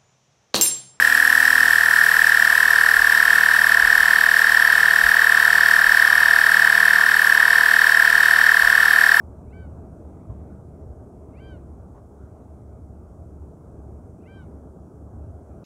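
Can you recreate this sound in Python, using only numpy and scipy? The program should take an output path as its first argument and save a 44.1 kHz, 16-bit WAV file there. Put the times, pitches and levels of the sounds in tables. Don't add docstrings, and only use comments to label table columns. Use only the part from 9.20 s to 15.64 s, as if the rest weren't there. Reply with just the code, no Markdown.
import sys
import numpy as np
from scipy import signal
from scipy.fft import rfft, irfft
from scipy.io import wavfile
from scipy.ndimage import uniform_filter1d, map_coordinates

SR = 44100
rng = np.random.default_rng(int(sys.argv[2]) if len(sys.argv) > 2 else 0)


def gain_from_db(level_db):
    decades = np.asarray(level_db, float) / 20
    return 10 ** decades


def file_out(sig):
    cols = np.atleast_2d(sig).T
    lim = np.clip(cols, -1, 1)
    pcm = np.round(lim * 32767).astype(np.int16)
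    wavfile.write(sys.argv[1], SR, pcm)


N = 284004

# frequency in Hz, density in dB per Hz.
HISS_COLOUR = [(2000, -27), (3300, -8), (3700, -15.5), (4500, -9), (5300, -5), (5700, -2), (8000, 0),
               (9900, -1.5), (10200, -5), (11500, -6), (11800, -10.5), (15700, -9)]
# time in seconds, level in dB, swing in Hz, length in seconds.
AIR_PUSHES = [
    (1.105, -25, 80, .0075),
    (1.122, -31, 80, .005),
    (5.938, -32, 90, .007),
    (6.081, -33, 80, .008),
]

# time in seconds, level in dB, length in seconds.
SLAPS = [
    (2.775, -54.5, 0.034),
    (5.3, -65, 0.067),
    (1.11, -56, 0.024),
    (.88, -67, 0.048),
    (1.4, -67, 0.036),
]
# frequency in Hz, density in dB per Hz.
SLAP_COLOUR = [(400, -30), (700, -2), (1000, 0), (1300, -15), (2500, -34), (4500, -44), (7000, -60)]

# multiple of the firing rate, level in dB.
FIRING_ORDERS = [(1, -63), (2, -48.5), (3, -58), (5, -68)]
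# frequency in Hz, level in dB.
MACHINE_HUMS = [(59.9, -63), (72, -57), (76.55, -57), (83.5, -54), (84.4, -58), (89.3, -60), (119.5, -63),
                (153.1, -62)]
# time in seconds, level in dB.
ENGINE_REACH = [(0.0, -47.5), (0.38, -47.5), (0.72, -46), (1.27, -46.5), (1.5, -47.5), (2.11, -45.5),
                (2.67, -47.5), (2.82, -48.5), (4.14, -48.5), (4.64, -46.5), (4.9, -48.5), (6.44, -46.5)]
# time in seconds, level in dB.
LINE_CARRY = [(0.0, -39.5), (0.52, -43), (1.54, -48.5), (1.67, -36.5), (1.92, -53), (2.33, -38),
              (2.56, -45), (3.19, -49), (4.21, -41), (4.41, -48.5), (4.55, -38.5), (5.06, -47),
              (5.26, -41.5), (5.65, -51.5), (6.04, -37), (6.44, -57)]
# frequency in Hz, density in dB per Hz.
RUMBLE_COLOUR = [(20, -49), (33, -28.5), (52, -3), (75, 2.5), (110, -2.5), (180, -7.5), (260, -20)]
# frequency in Hz, density in dB per Hz.
ROAR_COLOUR = [(120, -36.5), (180, -3), (280, -4), (430, -6), (505, -12), (630, -9), (800, -17),
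               (1000, -47.5)]
# frequency in Hz, density in dB per Hz.
RASP_COLOUR = [(600, -34.5), (820, -1), (1050, -5), (1300, -7), (1560, -14.5), (1700, -19.5), (1900, -45)]
# frequency in Hz, density in dB per Hz.
WASH_COLOUR = [(1500, -30), (1850, 1), (2500, -2.5), (3000, -11), (4000, -11), (5000, -35)]
# time in seconds, lift in dB, length in seconds.
RUMBLE_GUSTS = [
    (0.554, 5.5, 0.27),
    (1.258, 5.5, 0.24),
    (2.354, 2.5, 0.17),
    (3.15, 1, 0.17),
    (4.3, 1, 0.26),
    (5.3, 0.5, 0.13),
    (6.054, 0.5, 0.26),
]
# time in seconds, lift in dB, length in seconds.
WAKE_RUNS = [
    (.5, 1.5, 0.16),
    (1.102, 3.5, 0.35),
    (3.1, 3, .2),
    (4.0, 2, .2),
    (5.7, -3, .3),
]

# voice break in seconds, hold in seconds, crest in Hz, sag as a share of
# the crest, climb of the glide in Hz per second.
GULL_CRIES = [
    (.331, .144, 770, .09, 3000),
    (2.201, .174, 784, .145, 3400),
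    (5.077, .172, 787, .13, 3550),
]
# how long before the break the 3rd to 7th partial enter, in seconds.
PARTIAL_LEADS = [(.004, .066, 0, .034, 0), (.028, .068, .084, .04, .03), (.021, .04, .074, 0, 0)]
# what the beak lets out of the 2nd to 8th partial, in dB.
BEAK_GAPES = [(0, 0, -6, -6, -5, -18, -20), (0, -3, 4, -1, 1, -6, -4), (1, -2, -1, 1, -8, -3, -12)]
# frequency in Hz, level in dB.
GLIDE_THROAT = [(1800, -75), (2100, -62), (2400, -64), (2850, -67), (3050, -92), (3400, -83), (3900, -80),
                (4150, -93)]
# one value per partial, 2nd to 8th, over the throat in dB.
GLIDE_STRANDS_DB = [0, 0, 0, -4, 0, 10, 0]
# level in dB, loudest point as a share of the hold,
# drop at the start in dB, drop at the end in dB.
HELD_PARTIALS = [(-57.5, .68, 6, 15), (-62.5, .1, 1, 17), (-66, .45, 7, 18), (-78, .72, 12, 16),
                 (-78, .3, 5, 9)]
FAINT_PARTIALS = [(-86, .3, 4, 10)] * 2
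# time in seconds, level in dB, centre in Hz, width in Hz,
# length in seconds.
THROAT_CROAKS = [
    (.494, -80, 2200, 250, .008),
    (2.39, -78, 1650, 300, .01),
    (2.37, -81, 3100, 900, .015),
    (5.264, -78, 2200, 500, .012),
    (5.22, -81, 3100, 700, 0.02),
    (5.24, -85, 4030, 900, 0.02),
]
# level in dB, then decay by 60 dB in seconds.
SHORE_ECHO = (-15, .15)


def unit(x):
    return x / np.sqrt(np.mean(x ** 2) + 1e-20)


def level_curve(rows):
    s, db = np.transpose(rows)
    return np.interp(np.arange(N) / SR, s, db)


def bump(s, length):
    return np.exp(-((np.arange(N) / SR - s) / length) ** 2)


def wobble(rate):
    knots = rng.standard_normal(int(N * rate / SR) + 4)
    return map_coordinates(knots, [np.arange(N) * rate / SR])


def rush(spectrum, patchy_db):
    z = signal.stft(rng.standard_normal(N + 512), nperseg=512)[2]
    field = uniform_filter1d(rng.standard_normal(z.shape), size=5, axis=0)
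    field = uniform_filter1d(field, size=16, axis=1)
    x = signal.istft(z * gain_from_db(patchy_db * unit(field)), nperseg=512)[1]
    f, db = np.transpose(spectrum)
    hz = np.fft.rfftfreq(len(x), 1 / SR)
    gain = gain_from_db(np.interp(np.log(hz + 1), np.log(f + 1), db, -120, -120))
    return unit(irfft(rfft(x) * gain, len(x))[:N])


def tone(hz, db):
    turns = np.cumsum(hz) / SR + rng.random()
    return np.sqrt(2) * gain_from_db(db) * np.sin(2 * np.pi * turns)


def microphone_hiss():
    return gain_from_db(-76.5 + 0.32 * wobble(4.15)) * rush(HISS_COLOUR, patchy_db=0.74)


def breeze():
    t = np.arange(N) / SR
    pushes = np.zeros(N)
    for s, db, hz, length in AIR_PUSHES:
        pushes += gain_from_db(db) * bump(s, length) * np.sin(2 * np.pi * hz * (t - s))
    return signal.sosfiltfilt(signal.butter(3, 42, "high", fs=SR, output="sos"), pushes)


def shore():
    puffs = sum(gain_from_db(db) * bump(s, length) for s, db, length in SLAPS)
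    return puffs * rush(SLAP_COLOUR, patchy_db=-0.5)


def ferry():
    shaft_hz = 35.24 * (1 + 0.0017 * wobble(0.687))
    lines = sum(tone(k * shaft_hz, db + 2.0 * wobble(1.51)) for k, db in FIRING_ORDERS)
    lines += sum(tone(hz * (1 + 0.0021 * wobble(1)), db + 3 * wobble(1.614)) for hz, db in MACHINE_HUMS)
    carry_db = 0.95 * (level_curve(LINE_CARRY) + 43.5)

    reach_db = level_curve(ENGINE_REACH) - np.mean(ENGINE_REACH, axis=0)[1]
    gust_db = sum(db * bump(s, length) for s, db, length in RUMBLE_GUSTS)
    wake_db = sum(db * bump(s, length) for s, db, length in WAKE_RUNS)
    swell = wobble(6.6)
    rumble_db = -46 + 0.6 * reach_db + gust_db + 0.53 * swell
    roar_db = -47.5 + reach_db + 0.43 * swell
    rasp_db = -63 + 0.58 * reach_db + 0.22 * gust_db + 0.29 * swell
    wash_db = -84.5 + 0.8 * reach_db + wake_db + 0.63 * swell

    body = gain_from_db(rumble_db) * rush(RUMBLE_COLOUR, patchy_db=0.5)
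    body += gain_from_db(roar_db) * rush(ROAR_COLOUR, patchy_db=1.12)
    body += gain_from_db(rasp_db) * rush(RASP_COLOUR, patchy_db=1.48)
    wash = gain_from_db(wash_db) * rush(WASH_COLOUR, patchy_db=2.2)
    return gain_from_db(carry_db) * lines + body + wash


def croaks():
    air = np.zeros(N)
    for s, db, hz, width, length in THROAT_CROAKS:
        band = [(hz - width, -25), (hz, 0), (hz + width, -25)]
        air += gain_from_db(db) * bump(s, length) * rush(band, patchy_db=2)
    return air


def scatter(voice):
    echo_db, t60 = SHORE_ECHO
    size = SR // 4
    tail = rng.standard_normal(size) * gain_from_db(-60 * np.arange(size) / SR / t60)
    return voice + gain_from_db(echo_db) * signal.fftconvolve(voice, tail / np.linalg.norm(tail))[:N]


def cry_pitch(t, u, crest_hz, sag, climb, tremble):
    crest, scoop, hoarse = 0.38, 0.035, 2.5
    rise = scoop * np.maximum(1 - u / crest, 0) ** 2.5
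    fall = sag * (np.maximum(u - crest, 0) / (1 - crest)) ** 2.4
    glide_hz = 0.915 * crest_hz + climb * t + 6000 * t ** 2
    hz = uniform_filter1d(np.where(t < 0, glide_hz, crest_hz * (1 - rise - fall)), size=130)
    return hz * (1 + np.where(t < 0, hoarse, 1 + hoarse * u ** 5) * tremble)


def gull():
    attack_s, release_s, grow_db_per_s, breath_db = 0.006, 0.007, 200, -81
    voice, breath, clock = np.zeros(N), np.zeros(N), np.arange(N) / SR
    throat_hz, throat_db = np.transpose(GLIDE_THROAT)
    tremble = 0.0034 * wobble(160)
    flickers_db = [0.9 * wobble(90) + (4.5 * wobble(45) if k > 4 else 0) for k in range(7)]
    for (s, hold, crest_hz, sag, climb), leads, gape in zip(GULL_CRIES, PARTIAL_LEADS, BEAK_GAPES):
        near = np.abs(clock - s - 0.04) < 0.17
        t = clock[near] - s
        u = np.maximum(t / hold, 0)
        pitch = cry_pitch(t, u, crest_hz, sag, climb, tremble[near])
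        shut = np.clip((hold - t) / release_s + 1, 0, 1) ** 2
        starts = [0, *leads, 0]
        for k, (top_db, at, early_db, late_db) in enumerate(HELD_PARTIALS + FAINT_PARTIALS):
            hz = (k + 2) * pitch
            swell_in_db = early_db * np.maximum(1 - u / at, 0)
            fade_db = late_db * (np.maximum(u - at, 0) / (1 - at)) ** 1.8
            held_db = top_db + gape[k] - swell_in_db - fade_db
            strand_db = gape[k] if k == 2 else GLIDE_STRANDS_DB[k]
            glide_db = np.interp(hz, throat_hz, throat_db) + grow_db_per_s * t + strand_db
            level_db = uniform_filter1d(np.where(t < 0, glide_db, held_db), size=200)
            opening = np.clip((t + starts[k]) / attack_s + 1, 0, 1) ** 2
            voice[near] += opening * shut * tone(hz, level_db + flickers_db[k][near])
        breath += gain_from_db(breath_db + gape[2]) * bump(s + hold / 3, hold * 1.05)
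    voice += breath * rush(WASH_COLOUR, patchy_db=-1.5)
    return scatter(voice + croaks())


def scene():
    return (breeze() + shore() + ferry() + gull())[None]


def roll_off(x):
    return signal.sosfilt(signal.butter(12, 15640, fs=SR, output="sos"), x)


def record(dry):
    edge = np.minimum(np.arange(N), np.arange(N)[::-1])
    gate = np.minimum(edge / 150, 1)
    return roll_off(gate * (dry + microphone_hiss()))


dry = scene()
out = record(dry)
file_out(out)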